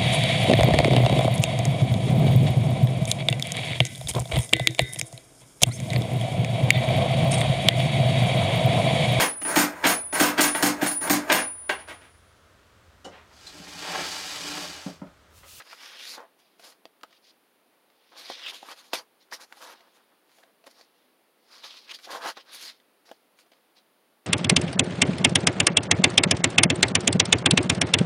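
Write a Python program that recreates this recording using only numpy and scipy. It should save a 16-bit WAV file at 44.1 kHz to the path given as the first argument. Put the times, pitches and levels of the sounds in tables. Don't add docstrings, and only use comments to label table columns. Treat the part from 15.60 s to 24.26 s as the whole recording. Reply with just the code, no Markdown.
import sys
import numpy as np
from scipy import signal
from scipy.fft import rfft, irfft, next_fast_len
from scipy.io import wavfile
from scipy.ndimage import uniform_filter1d

SR = 44100
rng = np.random.default_rng(int(sys.argv[2]) if len(sys.argv) > 2 else 0)


def volts(x):
    e = np.asarray(x, float) / 20
    return 10 ** e


def int16_out(signal):
    q = np.round(np.clip(np.atleast_2d(signal).T, -1, 1) * 32767)
    wavfile.write(sys.argv[1], SR, q.astype(np.int16))


N = 381906


def evened(x):
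    return x / np.sqrt(np.mean(x ** 2) + 1e-20)


def colour(x, points):
    f, db = np.transpose(points)
    size = next_fast_len(len(x))
    hz = np.fft.rfftfreq(size, 1 / SR)
    gain = volts(np.interp(np.log(hz + 1), np.log(f + 1), db))
    return irfft(rfft(x, size) * gain, size)[:len(x)]


def resonate(x, hz, width):
    turn = np.exp(2j * np.pi * np.cumsum(hz * np.ones(len(x))) / SR)
    r = np.exp(-np.pi * width / SR)
    smooth = signal.lfilter([1 - r], [1, -r], x / turn + 1e-18)
    return 2 * (turn * smooth).real


def resonate_twice(x, hz, width, second_width):
    return resonate(resonate(x, hz, width), hz, second_width)


def swells(rows, weight=1):
    edge_db = -20
    rise_round, fall_round = 1.34, 1.46
    power = np.zeros(N)
    for (s, rise, fall, db, *_), w in zip(rows, weight * np.ones(len(rows))):
        start = max(round((s - 3 * rise) * SR), 0)
        stop = min(round((s + 3 * fall) * SR), N)
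        at = np.arange(start, stop)
        late = at / SR - s
        bend = np.where(late < 0, abs(late / rise) ** rise_round, abs(late / fall) ** fall_round)
        power[at] += w * volts(2 * (db + edge_db * bend))
    return power


def slips(per_s, spread_db, clump_db, clump_s):
    size = volts(spread_db * np.minimum(rng.exponential(1, N), 5)) * rng.standard_normal(N)
    clump = evened(uniform_filter1d(rng.standard_normal(N), max(int(clump_s * SR), 2)))
    happens = rng.random(N) < per_s / SR
    return evened(size * happens * volts(clump_db * clump))


def patchy(x, depth_db, frames, bins):
    z = signal.stft(x, nperseg=256, noverlap=192)[2]
    field = uniform_filter1d(uniform_filter1d(rng.standard_normal(z.shape), bins, 0), frames, 1)
    return evened(signal.istft(z * volts(depth_db * evened(field)), nperseg=256, noverlap=192)[1][:N])


def paper():
    # (frequency [Hz], level [dB per Hz])
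    scrape_spectrum = [(600, -38), (1200, -18), (2000, -0.5), (3200, -0.5), (5000, 3.5), (6500, -8),
                       (7800, -25), (9500, -18), (16000, -62)]
    # (frequency [Hz], level [dB per Hz])
    fizz_spectrum = [(4120, -7.5), (7000, -4.5), (7770, -11.5), (8760, -8.5), (10700, -6.5), (15100, -16),
                     (16000, -35)]
    (scrape, flex, fizz), gap_hz = movements()
    fine = patchy(slips(per_s=14000, spread_db=1.2, clump_db=1.0, clump_s=.006), 1.7, 24, 3)
    coarse = slips(per_s=6000, spread_db=1.7, clump_db=1.5, clump_s=.008)
    surface = evened(colour(fine, scrape_spectrum))
    gap = evened(resonate_twice(fine, gap_hz, 1950, 2500))
    rub = evened(0.73 * surface + 0.6 * gap)
    brush = evened(colour(fine, fizz_spectrum))
    return scrape * rub + flex * lifted_sheet(coarse) + fizz * brush + pockets(fine)


def movements():
    # (peak time [s], rise [s], fall [s], level [dB], pitch of the air gap under the sheet [Hz])
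    first_page = [(0, .01, .03, -54, 2600), (.128, 0.092, 0.049, -47, 2450), (.2, 0.057, 0.11, -50, 2830),
                  (.25, 0.076, 0.13, -47, 3200), (.32, 0.15, 0.12, -46.5, 2770),
                  (.39, 0.09, 0.2, -43, 2980), (.44, 0.11, .1, -46, 3600), (.49, 0.12, 0.071, -44.5, 4530),
                  (.54, 0.17, 0.041, -43.5, 4700), (.6, 0.026, 0.044, -60.5, 2200),
                  (.81, 0.04, 0.3, -65, 3370), (1.044, 0.042, 0.096, -51, 4400),
                  (1.576, 0.16, 0.017, -60, 3800), (1.65, 0.039, 0.1, -60, 4300),
                  (1.706, 0.073, 0.017, -55.5, 4340)]
    # (peak time [s], rise [s], fall [s], level [dB], gap pitch [Hz])
    second_page = [(2.582, 0.033, 0.069, -45.5, 4260), (2.61, .04, .03, -50, 4300),
                   (2.66, 0.038, .025, -43.5, 4460), (2.702, 0.038, 0.067, -39.5, 4170),
                   (2.735, .04, 0.039, -43, 4270), (2.78, 0.3, 0.11, -42.5, 3180),
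                   (2.839, 0.061, 0.033, -41, 3140), (2.862, 0.054, 0.046, -40.5, 2930),
                   (2.885, .04, 0.032, -38.5, 3150), (2.905, .04, 0.02, -37.5, 3140),
                   (2.94, 0.014, 0.092, -43.5, 3040), (3.04, .1, 0.09, -53.5, 3200),
                   (3.125, 0.056, 0.016, -41, 3650), (3.19, 0.057, 0.042, -51.5, 3700),
                   (3.26, 0.17, 0.091, -60, 3730), (3.335, 0.003, 0.043, -31, 3400),
                   (3.352, 0.032, 0.032, -36, 4300), (3.39, 0.077, 0.022, -41.5, 4500),
                   (3.614, 0.016, 0.051, -58, 4270), (3.715, 0.0045, 0.023, -48, 4600),
                   (3.737, 0.016, 0.041, -40, 5020), (3.815, 0.026, 0.044, -50, 5250),
                   (3.843, .05, 0.015, -55, 5020), (3.98, 0.033, .03, -58, 4000),
                   (4.02, 0.02, 0.35, -55.5, 3740), (4.135, 0.2, 0.012, -52.5, 3280),
                   (4.362, 0.09, 0.24, -71.5, 3420)]
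    # (peak time [s], rise [s], fall [s], level [dB], gap pitch [Hz])
    fumbles = [(4.71, 0.037, 0.24, -69, 3500), (5.075, 0.031, .04, -60, 4540),
               (5.113, 0.019, 0.011, -56.5, 4930), (5.2, 0.14, 0.083, -59.5, 4600),
               (5.4, 0.42, 0.2, -70, 3270)]
    # (peak time [s], rise [s], fall [s], level [dB], gap pitch [Hz])
    third_page = [(5.918, 0.016, 0.19, -51.5, 4340), (5.98, 0.14, 0.056, -52.5, 4500),
                  (6.043, 0.025, 0.056, -41, 3880), (6.06, .03, .07, -43.5, 4480),
                  (6.08, .05, .05, -57, 4170), (6.12, 0.067, 0.044, -45, 3500),
                  (6.175, 0.17, 0.057, -46.5, 4100), (6.24, 0.11, .1, -56.5, 4180),
                  (6.319, 0.044, 0.0062, -34, 3160), (6.346, 0.02, 0.028, -38, 4300),
                  (6.4, .05, .08, -60, 4100), (6.452, 0.03, 0.023, -42.5, 4030),
                  (6.507, 0.008, 0.079, -43.5, 4020), (6.565, 0.11, 0.033, -43.5, 4030),
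                  (6.64, 0.038, .06, -40, 3720), (6.695, 0.055, 0.033, -35.5, 4320),
                  (6.773, 0.014, 0.019, -42.5, 3440), (6.808, 0.067, 0.025, -47, 3380),
                  (6.914, 0.075, 0.14, -50, 3940), (6.95, 0.056, 0.11, -47.5, 4150),
                  (7.03, 0.11, 0.13, -46, 3970), (7.1, 0.1, 0.02, -41, 4360),
                  (7.458, 0.0054, 0.14, -59, 4570), (7.8, .06, 0.11, -72, 3140),
                  (7.924, 0.022, 0.18, -68, 3800), (8.172, .022, 0.045, -56, 4160)]
    # (peak time [s], rise [s], fall [s], level [dB])
    brushes = [(.135, 0.2, 0.1, -56.5), (.236, 0.091, 0.15, -54), (.41, 0.092, .1, -61),
               (.5, 0.17, 0.061, -46), (.546, 0.088, 0.032, -45), (.8, 0.018, 0.017, -62.5),
               (1.0, 0.016, 0.045, -56), (1.045, 0.025, 0.068, -51.5), (1.1, 0.069, .045, -53),
               (2.586, 0.025, 0.11, -49.5), (2.69, .1, .07, -58), (2.9, 0.021, 0.025, -45),
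               (2.94, 0.013, 0.083, -48.5), (3.11, 0.11, 0.051, -50), (3.19, 0.04, 0.037, -52.5),
               (3.26, 0.069, 0.065, -59.5), (3.336, .004, 0.068, -35.5), (3.742, 0.024, 0.0095, -40),
               (3.834, 0.068, 0.017, -59), (3.928, 0.026, 0.017, -60), (3.98, 0.046, 0.054, -58),
               (4.03, 0.044, 0.096, -48.5), (4.135, 0.3, 0.011, -54), (4.362, 0.055, .04, -64),
               (4.78, 0.13, 0.1, -63), (5.068, 0.0094, 0.02, -50.5), (5.113, .02, 0.022, -60),
                     (5.2, 0.028, 0.033, -65), (6.044, 0.021, 0.07, -58), (6.318, 0.017, 0.0079, -52),
                     (6.346, .012, 0.033, -51.5), (6.453, 0.083, .025, -53.5), (6.515, 0.017, 0.065, -46),
                     (6.56, 0.088, 0.057, -47.5), (6.693, 0.09, 0.031, -40.5), (6.947, 0.04, 0.042, -44.5),
                     (7.032, 0.066, 0.086, -43.5), (7.46, 0.0091, 0.13, -65), (7.796, .03, 0.043, -59)]
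    # (peak time [s], rise [s], fall [s], level [dB])
    bends = [(0, .01, 0.021, -36.5), (.075, 0.043, 0.045, -53), (.131, .006, 0.026, -46),
             (.236, 0.11, 0.17, -51.5), (.344, 0.18, 0.079, -50.5), (.546, 0.026, .05, -47),
             (.58, 0.013, 0.034, -39.5), (.605, 0.02, 0.072, -43.5), (.64, .05, 0.094, -63),
             (1.05, 0.037, 0.13, -53.5), (1.44, .01, 0.048, -60.5), (2.522, .008, 0.044, -51.5),
             (2.57, 0.032, 0.21, -51), (2.706, 0.0041, 0.031, -42), (2.68, 0.057, 0.03, -54),
             (2.86, 0.21, 0.043, -49.5), (2.925, 0.015, 0.049, -45.5), (3.06, 0.089, .1, -55),
             (3.125, 0.087, 0.018, -39.5), (3.19, .06, 0.18, -56.5), (3.334, 0.00067, 0.029, -28.5),
             (3.35, 0.03, 0.073, -38), (3.41, .05, 0.025, -52), (3.724, 0.007, 0.036, -36.5),
             (3.835, .14, 0.027, -49), (3.928, 0.031, 0.032, -50.5), (3.975, .012, 0.036, -63),
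             (4.008, 0.0048, .2, -45.5), (4.125, 0.22, 0.031, -47.5), (4.28, .2, 0.019, -60.5),
             (4.41, 0.22, 0.038, -63),
             (4.52, 0.03, .04, -62), (4.796, 0.048, 0.11, -64), (4.88, 0.066, .06, -61.5),
                   (5.069, 0.0064, 0.027, -48), (5.205, 0.073, 0.04, -56.5), (5.924, 0.054, 0.18, -55),
                   (6.043, 0.023, .05, -45.5), (6.1, 0.054, 0.19, -55), (6.329, 0.086, 0.012, -48),
                   (6.52, 0.072, 0.14, -38.5), (6.562, 0.086, 0.023, -34.5), (6.645, 0.044, 0.066, -34),
                   (6.7, 0.13, 0.021, -31.5), (6.769, 0.0066, 0.044, -41.5), (6.9, 0.076, 0.21, -53),
                   (7.1, .3, .05, -57), (7.5, 0.047, 0.0078, -55.5), (7.518, 0.004, 0.0059, -41.5),
                   (7.924, 0.027, 0.092, -67), (8.172, 0.026, 0.062, -66)]
    slides = first_page + second_page + fumbles + third_page
    rest_hz, rest = 3500, 1e-11
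    scrape = swells(slides)
    hz = (swells(slides, np.transpose(slides)[-1]) + rest * rest_hz) / (scrape + rest)
    octaves = np.log2(hz / rest_hz)
    flex = swells(bends) + scrape * volts(2 * (-26.5 - 39 * octaves))
    fizz = swells(brushes) + scrape * volts(2 * (-26.5 + 45.5 * octaves))
    return np.sqrt([scrape, flex, fizz]), uniform_filter1d(hz, size=400)


def lifted_sheet(coarse):
    # (frequency [Hz], width [Hz], level [dB])
    sheet_modes = [(630, 123, -11), (772, 15, 15.5), (840, 390, -1), (1178, 9.7, 20), (1640, 160, 14)]
    # (time [s], pitch [Hz])
    curl_curves = [
        [(0.0, 1600), (0.128, 1240), (0.27, 1500), (0.498, 1440), (0.556, 980), (0.7, 664)],
        [(0.95, 643), (1.074, 830), (1.322, 643), (1.412, 1240), (1.572, 1140), (1.6, 774)],
        [(2.5, 932), (2.752, 786), (2.83, 1380), (3.018, 740), (3.196, 1460), (3.25, 896)],
        [(3.3, 864), (3.424, 990), (3.53, 587), (3.658, 782), (3.68, 1200), (4.3, 915)],
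        [(4.7, 1170), (4.782, 662), (4.836, 1300), (4.884, 521), (5.174, 912), (5.3, 629)],
        [(5.9, 1220), (6.202, 1030), (6.242, 873), (6.294, 1380), (6.334, 1280), (6.44, 1380)],
        [(6.45, 850), (6.632, 1060), (6.662, 970), (6.732, 1390), (6.756, 1030), (6.85, 1050)],
        [(6.87, 1420), (6.926, 1300), (7.122, 1500), (7.154, 746), (7.574, 630), (7.6, 673)],
    ]
    modes = np.zeros(N)
    for k, (hz, width, db) in enumerate(sheet_modes):
        modes += (-1) ** k * volts(db) * resonate(coarse, hz, width)
    rumble = colour(coarse, [(150, -27), (350, -5.5), (600, -2.5), (1000, 0), (1600, -1.5),
                             (3000, -20), (6000, -69)])
    curl_hz = np.interp(np.arange(N) / SR, *np.concatenate(curl_curves).T)
    curl = resonate_twice(coarse, curl_hz, 980, 1340)
    return evened(0.25 * evened(modes) + 0.7 * evened(rumble) + 0.78 * evened(curl))


def pockets(slipping):
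    # (peak time [s], rise [s], fall [s], level [dB], pitch [Hz])
    pocket_events = [(.1, .07, .05, -58, 4800), (.235, .05, .06, -55, 5370), (.33, 0.083, 0.037, -56, 2100),
                     (.39, 0.054, .05, -54, 3100), (.52, .08, 0.038, -55, 5140),
                     (2.84, 0.047, .03, -44, 3300), (2.875, .04, 0.031, -34, 2980),
                     (3.345, 0.011, 0.022, -36.5, 2300), (3.728, 0.0065, .02, -39.5, 2030),
                     (3.739, .015, .015, -47, 4950), (4.835, .008, 0.0099, -51, 1650),
                     (5.212, .002, 0.0072, -46, 4500), (6.31, 0.023, .015, -49, 2400),
                     (6.515, 0.013, .04, -46, 3870), (6.69, .04, 0.028, -40, 2970),
                     (6.948, 0.027, .035, -47, 10500), (6.97, .06, 0.066, -52, 4070),
                     (7.075, .06, .04, -55, 4570), (7.81, .02, .03, -64, 4500)]
    sharpness = 3.4
    out = np.zeros(N)
    for row in pocket_events:
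        s, hz = row[0], row[-1]
        near = slice(max(round((s - .3) * SR), 0), round((s + .3) * SR))
        band = resonate_twice(slipping[near], hz, hz / sharpness, hz / sharpness)
        out[near] += np.sqrt(swells([row])[near]) * evened(band)
    return out


def snaps():
    # (time [s], crack level [dB], thud against crack [dB], thud pitch [Hz], decay time T60 [s])
    buckles = [(0.0014, -32.5, -14, 1225, 0.062), (0.1296, -35.5, 0.5, 1340, 0.028),
               (0.5792, -51.5, 22.5, 850, 0.013), (0.6027, -53.5, 19, 900, 0.024),
               (1.2544, -25, -4, 640, 0.0075), (1.4331, -22.5, -17, 1330, 0.013),
               (1.436, -43, 15.5, 1260, 0.0096), (1.4399, -50.5, 13, 780, .01),
               (1.4456, -51, 12, 720, .008), (2.7001, -46, 26.5, 713, 0.016), (2.7113, -54, 11, 620, 0.012),
               (3.0285, -48.5, 18.5, 784, 0.023), (3.0865, -40, 10, 1150, 0.014),
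               (3.3325, -10, -9, 910, 0.022), (3.3351, -28, 6.5, 416, 0.019),
               (3.7242, -26, -12, 1010, 0.016), (3.7238, -40, 12.5, 1560, 0.012),
               (3.9247, -28, -8.5, 1430, 0.013), (3.9696, -51, 8.5, 805, 0.049),
               (5.0685, -35.5, -6.5, 563, 0.023), (5.2115, -33, -10, 580, 0.0077),
               (5.076, -44, 8, 616, 0.015), (4.006, -40, -2, 990, .015), (6.473, -56, 18.5, 700, 0.061),
               (6.492, -59, 15, 850, 0.025), (6.5063, -35.5, 4, 960, 0.019), (6.531, -45, 14, 830, 0.016),
               (6.549, -44, 18, 1040, 0.019), (6.613, -47, 16, 1090, .015), (6.646, -43, 14, 1150, 0.022),
               (6.6576, -39.5, 20, 750, 0.026), (6.769, -33.5, 0, 1000, 0.0086),
               (6.774, -39.5, 8.5, 850, 0.01), (6.779, -42, 7, 850, 0.011), (7.5137, -31, 2.5, 630, 0.017)]
    # (time [s], level [dB])
    finger_taps = [(0.9956, -39.5), (1.034, -48), (1.507, -49), (4.206, -44.5), (4.785, -48),
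                   (4.835, -44.5), (5.0401, -43.5), (7.49, -43), (7.862, -53), (7.9174, -43.5)]
    # (time [s], level [dB])
    crease_ticks = [(0.0198, -35), (.071, -38), (.11, -36), (.193, -45), (.359, -39), (1.122, -40),
                    (1.411, -44), (1.5272, -41.5), (2.3007, -50), (2.862, -26.5), (2.877, -35),
                    (2.882, -25), (2.936, -37), (4.693, -50), (4.716, -45), (6.0413, -34), (6.388, -33),
                    (6.398, -38), (7.2, -45), (7.455, -46), (7.788, -38), (7.934, -47)]
    tap_thud = (-5.5, 680, 0.042)
    tick_thud = (-24, 1150, 0.03)
    strikes = buckles + [(*row, *tap_thud) for row in finger_taps]
    strikes = strikes + [(*row, *tick_thud) for row in crease_ticks]
    out = np.zeros(N + 4000)
    for s, crack_db, thud_db, hz, t60 in strikes:
        out[round(s * SR):][:4000] += volts(crack_db) * strike(thud_db, hz, t60)
    return out[:N]


def strike(thud_db, hz, t60):
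    t = np.arange(4000) / SR
    noise = rng.standard_normal(len(t))
    crack = colour(noise, [(600, -11), (1800, 1.5), (4500, -5.5), (7500, -18.5), (10000, -25.0), (16000, -23)])
    crack = evened(crack) * volts(-6 - 60 * t / (0.83 * t60)) * np.minimum(t / .0003, 1)
    late = np.maximum(t - .0006, 0)
    glide = 1 + 0.11 * np.exp(-late / 0.0017)
    swing = np.zeros(len(t))
    for ratio, db in [(1.023, 0.5), (0.582, -16.5), (1.59, -46.5)]:  # (pitch ratio, level [dB])
        swing += volts(db - 60 * late * ratio / t60) * np.sin(2 * np.pi * ratio * hz * late * glide)
    rattle = 0.36 * evened(resonate(noise, 0.64 * hz, 450))
    rattle = rattle * volts(-45 * late / t60) * np.minimum(late / 0.001, 1)
    push = 0.044 * late / 0.0075 * np.exp(1 - late / 0.012)
    return crack + volts(thud_db) * (swing + rattle + push)


def puffs():
    # (time [s], level [dB], length [s])
    air_puffs = [
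        (1.261, -39, 0.00076),
        (1.434, -40, .006),
        (3.333, -42, 0.013),
        (6.655, -27, .012),
        (7.5135, -45, 0.00082),
    ]
    out = np.zeros(N + 8000)
    for s, db, length in air_puffs:
        u = np.arange(8000) / SR / length
        out[round(s * SR):][:8000] += volts(db) * u * (2 - u) * np.exp(-u)
    return out[:N]


def room(x):
    t60 = 0.077
    at = np.arange(100, 9000, 20) + rng.integers(0, 20, 445)
    echoes = np.zeros(9100)
    echoes[at] = rng.choice([-1., 1.], len(at)) * volts(-60 * at / SR / t60)
    return signal.oaconvolve(x, echoes / np.linalg.norm(echoes))[:N]


def hiss():
    # (frequency [Hz], level [dB per Hz])
    hiss_spectrum = [(20, -35), (100, -24), (170, -10.5), (230, -3), (400, -2), (700, -4), (1600, -10),
                     (3400, -13.5), (4800, -17), (5600, -22.5), (8300, -26), (9000, -17.5), (12000, -18.5),
                     (14500, -20.5), (16000, -18)]
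    drift = evened(uniform_filter1d(rng.standard_normal(N), size=6000))
    return volts(-66 + 0.11 * drift) * evened(colour(rng.standard_normal(N), hiss_spectrum))


def scene():
    # (frequency [Hz], level [dB])
    bass_cut = [(20, -44), (100, -27), (200, -11), (320, -3), (16000, -3.5)]
    book = paper() + snaps() + puffs()
    echoed = book + volts(-11) * room(book)
    return (colour(echoed, bass_cut) + hiss())[None]


def roll_off(x):
    return signal.sosfilt(signal.butter(12, 16500, fs=SR, output="sos"), x)


def record(dry):
    low_pass = signal.firwin(801, 15870, window=("kaiser", 9), fs=SR)
    limited = signal.oaconvolve(dry, low_pass[None], "same")
    return roll_off(limited)


dry = scene()
out = record(dry)
int16_out(out)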